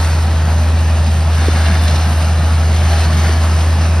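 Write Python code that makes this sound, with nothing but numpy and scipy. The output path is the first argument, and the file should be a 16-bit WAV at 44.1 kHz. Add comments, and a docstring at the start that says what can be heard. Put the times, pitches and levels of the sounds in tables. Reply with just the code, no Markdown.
"""A sugarcane harvester and a tractor work side by side, some way off in an open field.
From the start a diesel drones and beats against a second engine, over exhaust rumble and gear whine.
Fans roar, chopper drums whirr, leaves hiss and panels clank. After a second come the first stalk snaps
and dull, close bumps. Cane surges in at about 1.4 s and again near 3 s: the roar and crackle swell,
wads crunch, the rustle takes on a hollow colour, and brief tones rise out of the whirr."""
import sys
import numpy as np
from scipy import signal
from scipy.fft import rfft, irfft, next_fast_len
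from scipy.io import wavfile
from scipy.ndimage import uniform_filter1d, map_coordinates

SR = 44100
rng = np.random.default_rng(int(sys.argv[2]) if len(sys.argv) > 2 else 0)


def dump(signal):
    """Clip the signal to [-1, 1] and save it as 16-bit WAV at the path in sys.argv[1]."""
    limited = np.clip(np.atleast_2d(signal).T, -1, 1)
    pcm = np.round(limited * 32767).astype(np.int16)
    wavfile.write(sys.argv[1], SR, pcm)


N = 176400

# diesel firing rate: t/s, f/Hz
FIRING_RATE = [(0, 80.55), (1, 80.24), (2.1, 80.04), (2.7, 80.4), (3.5, 80.5), (4, 81.5)]
# cane going through the machine: t/s, load/dB
CANE_LOAD = [(0, 1), (.2, -1), (.45, -2.5), (1.31, -2.5), (1.37, 2), (1.67, 2.5), (1.77, 1.5), (1.87, 2.5),
             (2.02, 2), (2.2, -0.5), (2.38, -2), (2.7, -0.5), (3.0, 4.5), (3.07, 1.5), (3.24, 5),
             (3.38, 0.5), (3.62, 2), (3.7, -1.5), (3.84, 0.5), (4, -2.5)]
# diesel note: t/s, level/dB
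DRONE_LEVEL = [(0, -12), (.4, -12), (.75, -11), (1.2, -12), (1.75, -10.5), (2.15, -12.5), (2.5, -11),
               (3.5, -11.5), (4, -11)]
# its overtones: multiple, relative level/dB
DRONE_OVERTONES = [(2, -28.5), (3, -34.5)]
# colours of exhaust, fans and leaves: f/Hz, relative level/dB
EXHAUST_SPECTRUM = [(20, -25), (40, -23), (52, -6.5), (62, -1.5), (75, -8), (100, -7), (118, -5.5),
                    (135, 1), (165, -2.5), (220, -7), (290, -14), (420, -18), (800, -27.5), (3000, -74)]
FAN_SPECTRUM = [(150, -20), (350, -12), (500, -4), (660, 1), (800, -1.5), (950, -3), (1300, -5),
                (1800, -9.5), (2200, -12), (4000, -19), (8000, -24.5), (13000, -34)]
LEAF_SPECTRUM = [(300, -25), (900, -0.5), (1750, 2), (2200, -0.5), (2800, 0.5), (3500, -3.5), (4300, -0.5),
                 (5600, -3), (6400, -3), (7600, -9.5), (8900, -3.5), (10000, -11), (11200, -12.5),
                 (12500, -15.5)]
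# colour of the wide low rush: f/Hz, relative level/dB
LOW_RUSH_SPECTRUM = [(20, 1), (80, 0), (200, -10), (500, 4), (900, -14), (2000, -56)]
# gears and pumps: f/Hz, starting level/dB, pitch wander/fraction, growth/(dB/s)
GEAR_WHINES = [(325.5, -45, 0.0026, 0), (366, -53.5, 0.0023, 3), (1307, -43, 0.0039, -.5),
               (1820, -47, 0.00705, 0.5)]
# chopper drum harmonics: multiple, relative level/dB
DRUM_HARMONICS = [(9, -2), (10, -1), (11, -0.5), (12, -1.5), (13, -6.5)]
# narrow bands of hiss: start/s, end/s, f/Hz, width/Hz, level/dB
HISS_BANDS = [(0, .17, 4530, 200, -39), (1.37, 2.0, 1750, 600, -35.5), (1.37, 2.05, 3580, 120, -41.5),
              (1.45, 2.05, 4200, 200, -41), (2.32, 2.47, 4000, 180, -42), (2.799, 3.45, 1720, 189, -38.5),
              (2.8, 3.45, 2600, 80, -43), (2.8, 3.45, 3140, 140, -44), (2.903, 3.1, 4200, 400, -36.5)]
# crushed wads, woody when low and leafy when high: peak t/s, length/s, level/dB, centre f/Hz
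WAD_CRUNCHES = [(0.057, 0.17, -41, 9050), (1.44, .09, -30.5, 1700), (1.56, 0.082, -32, 1710),
                (1.71, 0.13, -27.5, 1590), (1.835, 0.045, -36, 9800), (2.12, 0.27, -41, 9200),
                (2.525, 0.053, -34, 1600), (2.95, .12, -34, 1660), (3.275, 0.061, -28.5, 1597),
                (3.85, .06, -35, 1600)]
# panel clanks: t/s, level/dB
PANEL_HITS = [(.06, -30), (.575, -24.5), (1.22, -27), (1.66, -23), (2.075, -26.5), (2.915, -25),
              (3.27, -26), (3.835, -26)]
# sheet-metal modes: f/Hz, relative level/dB, t60/s
PANEL_MODES = [(601, -5, 0.22), (667, 0, 0.2), (756, -2.5, 0.15), (828, -0.5, 0.17)]
# breaking stalks: t/s, level/dB, centre f/Hz
STALK_SNAPS = [(1.062, -27, 3300), (1.657, -23, 2600), (1.878, -22.5, 3400), (1.957, -25, 3600),
               (2.761, -28, 3300), (2.927, -28, 2000), (3.605, -27, 2700)]
# dull bumps: t/s, level/dB, final f/Hz, rise/s
DULL_BUMPS = [(1.065, -18.5, 195, 0.018), (1.4826, -8, 170, 0.003), (1.69, -19.5, 188, 0.021),
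              (3.291, -17, 256, .004)]
# bounce off the ground: t/s, strength/fraction
GROUND_BOUNCE = [(1.1, 0), (1.4, 0.37), (1.9, 0.23), (2.2, .08)]
# tones in the whirr: peak t/s, length/s, f/Hz, glide/(Hz/s), level/dB
WHIRR_TONES = [(1.441, .07, 775, -200, -33), (1.59, 0.086, 795, 600, -32), (1.78, .06, 865, 400, -32.5),
               (2.867, .05, 855, 0, -32), (2.945, 0.046, 812, 0, -27.5)]
# microphone pair: f/Hz, left-right correlation
MIC_LIKENESS = [(200, 1), (400, 0.98), (700, 1), (1300, 1), (1700, 1), (2200, 0.59), (3300, 0.68),
                (4200, 0.81), (6000, 1), (7300, 1), (9000, 0.88), (10500, 1), (12500, 0.71)]
# microphone pair: f/Hz, phase lead of left/rad
MIC_LEAD = [(1600, 0), (2100, 0), (2400, 0), (3100, 0.5), (3450, 0.5), (3800, 0.53), (4600, 0.55),
            (5200, -0.06), (5600, 1), (6100, 1.63), (7200, 3), (7700, 3.5), (8300, 4), (9400, 5),
            (9800, 6.5), (11600, 7), (12400, 9)]
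# microphone pair: f/Hz, left minus right level/dB
MIC_BALANCE = [(1300, 0), (2100, 3.5), (2500, -1), (2950, -4.5), (3350, 5), (3700, -5), (4300, -2),
               (5100, 0), (6200, 2), (7200, -3), (12000, 1)]


def amp(db):
    """Decibels to gain."""
    return 10 ** (np.asarray(db) / 20)


def unit(x):
    """Scale to rms 1."""
    return x / np.sqrt(np.mean(x ** 2) + 1e-20)


def along(points, hz):
    """Read (f/Hz, value) points on a log frequency axis."""
    f, v = np.transpose(points)
    return np.interp(np.log(hz + 1), np.log(f + 1), v)


def curve(rows):
    """An automation lane from (t/s, value) points."""
    return np.interp(np.arange(N) / SR, *np.transpose(rows))


def wobble(rate):
    """A smooth random modulator, rate knots a second."""
    return map_coordinates(rng.standard_normal(2048), [np.arange(N) * rate / SR], mode="wrap")


def swell(s, length):
    """A bell-shaped envelope peaking at time s."""
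    return np.exp(-2 * ((np.arange(N) / SR - s) / length) ** 2)


def turning(hz):
    """Phase of something that turns at this rate."""
    return 2 * np.pi * np.cumsum(hz * np.ones(N)) / SR


def filtered(x, response):
    """Pass x through a complex frequency response."""
    m = next_fast_len(N + SR // 2)
    return irfft(rfft(x, m) * response(np.fft.rfftfreq(m, 1 / SR)), m)[..., :N]


def band(centre_hz, octaves):
    """A bell-shaped spectrum as (f/Hz, level/dB) points."""
    steps = np.linspace(-5, 5, 21)
    return np.transpose([centre_hz * 2 ** (steps * octaves), -10 * np.log10(np.e) * steps ** 2])


def spread(pair, spectrum):
    """Turn two unrelated signals into one coloured stereo sound of rms 1."""
    def mid_side(hz):
        angle = np.arccos(np.clip(along(MIC_LIKENESS, hz), -1, 1)) / 2
        return amp(along(spectrum, hz)) * [np.cos(angle), np.sin(angle)]
    mid, side = filtered(pair, mid_side)
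    return unit(np.array([mid + side, mid - side]))


def rush(spectrum, patchy_db, drift_db):
    """Stereo noise with quick patches of random gain and a slowly drifting colour."""
    noise = signal.stft(rng.standard_normal((2, N)), nperseg=1024)[2]

    def patches(frames):
        across_bins = uniform_filter1d(rng.standard_normal(noise.shape[1:]), size=5, axis=0)
        return unit(uniform_filter1d(across_bins, size=frames, axis=1))
    gain = amp(patchy_db * patches(frames=9) + drift_db * patches(frames=70))
    return spread(signal.istft(noise * gain, nperseg=1024)[1][:, :N], spectrum)


def grains(per_s):
    """Two trains of tiny clicks with shared timing and unrelated sizes."""
    hits = (rng.random(N) < per_s / SR) * amp(2.1 * np.minimum(rng.exponential(size=N), 3))
    return hits * rng.standard_normal((2, N))


def low_rush(level_db=-50):
    """A faint low bed, unrelated left and right for width."""
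    noise = rng.standard_normal((2, N))
    return amp(level_db) * unit(filtered(noise, lambda hz: amp(along(LOW_RUSH_SPECTRUM, hz))))


def engines(firing, throb_hz=11.4, second_hz=64.5, second_db=-34):
    """The diesel's firing note throbs lightly and beats against a lower second engine."""
    overtones = sum(amp(db + 2.4 * wobble(6.5)) * np.sin(k * firing + rng.uniform(0, 2 * np.pi))
                    for k, db in DRONE_OVERTONES)
    throb_db = 0.1 * np.sin(turning(throb_hz * (1 + 0.094 * wobble(2.7)))) + 0.19 * wobble(9)
    diesel = amp(curve(DRONE_LEVEL) + throb_db) * (np.sin(firing) + overtones)
    second_gain = amp(second_db + 1.1 * wobble(2.5))
    second = second_gain * np.sin(turning(second_hz * (1 + 0.011 * wobble(3.75))))
    return np.sqrt(2) * (diesel + second)


def exhaust(load, level_db=-24):
    """Exhaust rumble that lifts a little under load."""
    gain = amp(level_db + 0.2 * load + 0.57 * wobble(12))
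    return gain * rush(EXHAUST_SPECTRUM, patchy_db=0.1, drift_db=0.5)


def gears():
    """Thin, unsteady whines of gears and pumps."""
    out, t = 0, np.arange(N) / SR
    for hz, db, wander, growth in GEAR_WHINES:
        gain = amp(db + growth * t + 2.0 * wobble(9))
        out += gain * np.sin(turning(hz * (1 + wander * wobble(25))))
    return np.sqrt(2) * out


def fans(firing, level_db=-27):
    """Midrange fan roar, lightly pulsed by the engine."""
    gain = amp(level_db + 0.84 * wobble(18) + 0.45 * np.sin(firing))
    return gain * rush(FAN_SPECTRUM, patchy_db=0.73, drift_db=0.68)


def choppers(base_hz=66.46, turn_hz=3.2, level_db=-42.5):
    """The chopper drums whirr, their pitch swaying with each turn."""
    sway = 0.0308 * np.sin(turning(turn_hz))
    drum = turning(base_hz * (1 + sway + 0.01013 * wobble(20)))
    whirr = sum(amp(level_db + db + 4.2 * wobble(16)) * np.sin(k * drum + rng.uniform(0, 2 * np.pi))
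                for k, db in DRUM_HARMONICS)
    return np.sqrt(2) * whirr


def leaves(load, hiss_db=-30.5, crackle_db=-36):
    """Leaves hiss and crackle through the extractor, riding the load."""
    hiss = amp(hiss_db) * rush(LEAF_SPECTRUM, patchy_db=1.8, drift_db=1.7)
    crackle = amp(crackle_db) * spread(grains(per_s=1500), LEAF_SPECTRUM)
    return amp(0.89 * load + 0.9 * wobble(28.18)) * (hiss + crackle)


def hiss_bands(fade_s=0.14):
    """Narrow bands of hiss fade in and out, giving the rustle a shifting, hollow colour."""
    out, t = 0, np.arange(N) / SR
    for start, end, hz, width, db in HISS_BANDS:
        peak = [(hz - 2 * width, -50), (hz - width / 2, -3), (hz, 0),
                (hz + width / 2, -3), (hz + 2 * width, -50)]
        gate = np.clip(np.minimum(t - start, end - t) / fade_s + 0.5, 0, 1)
        out += gate * amp(db + 1.7 * wobble(30)) * spread(rng.standard_normal((2, N)), peak)
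    return out


def crunches():
    """Each crushed wad of cane swells and fades as a cloud of tiny cracks."""
    return sum(amp(db) * swell(s, length) * spread(grains(per_s=1400), band(hz, octaves=0.4))
               for s, length, db, hz in WAD_CRUNCHES)


def add(track, s, sound):
    """Drop a one-shot onto the track at time s."""
    part = track[round(s * SR):][:len(sound)]
    part += sound[:len(part)]


def clanks(attack_s=0.007):
    """Sheet-metal panels ring in short modes, tuned a little differently on each hit."""
    out, t = np.zeros(N), np.arange(SR // 3) / SR
    for s, db in PANEL_HITS:
        ring = 0
        for hz, mode_db, t60 in PANEL_MODES:
            decay = amp(mode_db + rng.normal(0, 1.6) - 60 * t / t60)
            ring += decay * np.sin(2 * np.pi * (hz * rng.normal(1, 0.014) * t + rng.random()))
        add(out, s, amp(db) * ring * (1 - np.exp(-t / attack_s)))
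    return out


def snaps(attack_s=0.00069, t60=0.13):
    """Single stalks crack and splinter in a sharp burst of clicks."""
    out, t = 0, np.arange(N) / SR
    for s, db, hz in STALK_SNAPS:
        age = np.maximum(t - s, 0)
        envelope = amp(db - 60 * age / t60) * (1 - np.exp(-age / attack_s))
        out += envelope * spread(grains(per_s=9000), band(hz, octaves=0.78))
    return out


def bumps(start_hz=579, fall_s=0.0055, body_hz=170, body_db=-7.5, body_rise_s=0.0044):
    """Dull bumps: a thud that dives in pitch over a short, low body tone."""
    out, t = np.zeros(N), np.arange(SR // 3) / SR
    for s, db, end_hz, rise in DULL_BUMPS:
        hz = end_hz + (start_hz - end_hz) * np.exp(-t / fall_s)
        thud = (t / rise * np.exp(1 - t / rise)) ** 2 * np.sin(2 * np.pi * np.cumsum(hz) / SR)
        body = t / body_rise_s * np.exp(1 - t / body_rise_s) * np.sin(2 * np.pi * body_hz * t)
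        add(out, s, amp(db) * (thud + amp(body_db) * body))
    return out


def over_ground(x, delay_s=0.001538, dull_hz=5170):
    """An inverted ground bounce hollows out the sound; litter scatters the bounce's top end."""
    bounce = filtered(x, lambda hz: np.exp(-2j * np.pi * hz * delay_s) / (1 + (hz / dull_hz) ** 10))
    return x - curve(GROUND_BOUNCE) * bounce


def whirr_tones():
    """Brief tones, most of them gliding, rise out of the whirr."""
    out, t = 0, np.arange(N) / SR
    for s, length, hz, glide, db in WHIRR_TONES:
        pitch = (hz + glide * (t - s)) * (1 + 0.00796 * wobble(50))
        out += amp(db) * swell(s, length) * np.sin(turning(pitch))
    return np.sqrt(2) * out


def scene():
    """The mix: a machine bed shaped by firing rate and cane load, with timed hits on top."""
    firing, load = turning(curve(FIRING_RATE)), curve(CANE_LOAD)
    bed = low_rush() + engines(firing) + exhaust(load) + gears()
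    machinery = amp(0.32 * load) * (fans(firing) + choppers()) + whirr_tones()
    cane = over_ground(leaves(load) + snaps() + crunches()) + hiss_bands()
    return bed + machinery + cane + clanks() + bumps()


def record(dry, top_hz=12400):
    """A band-limited microphone pair whose sides differ in treble level and phase."""
    half = np.array([[0.5], [-0.5]])

    def response(hz):
        balance = amp(half * along(MIC_BALANCE, hz))
        lead = np.exp(1j * half * along(MIC_LEAD, hz))
        return balance * lead * (hz < top_hz)
    return filtered(dry, response)


dry = scene()
out = record(dry)
dump(out)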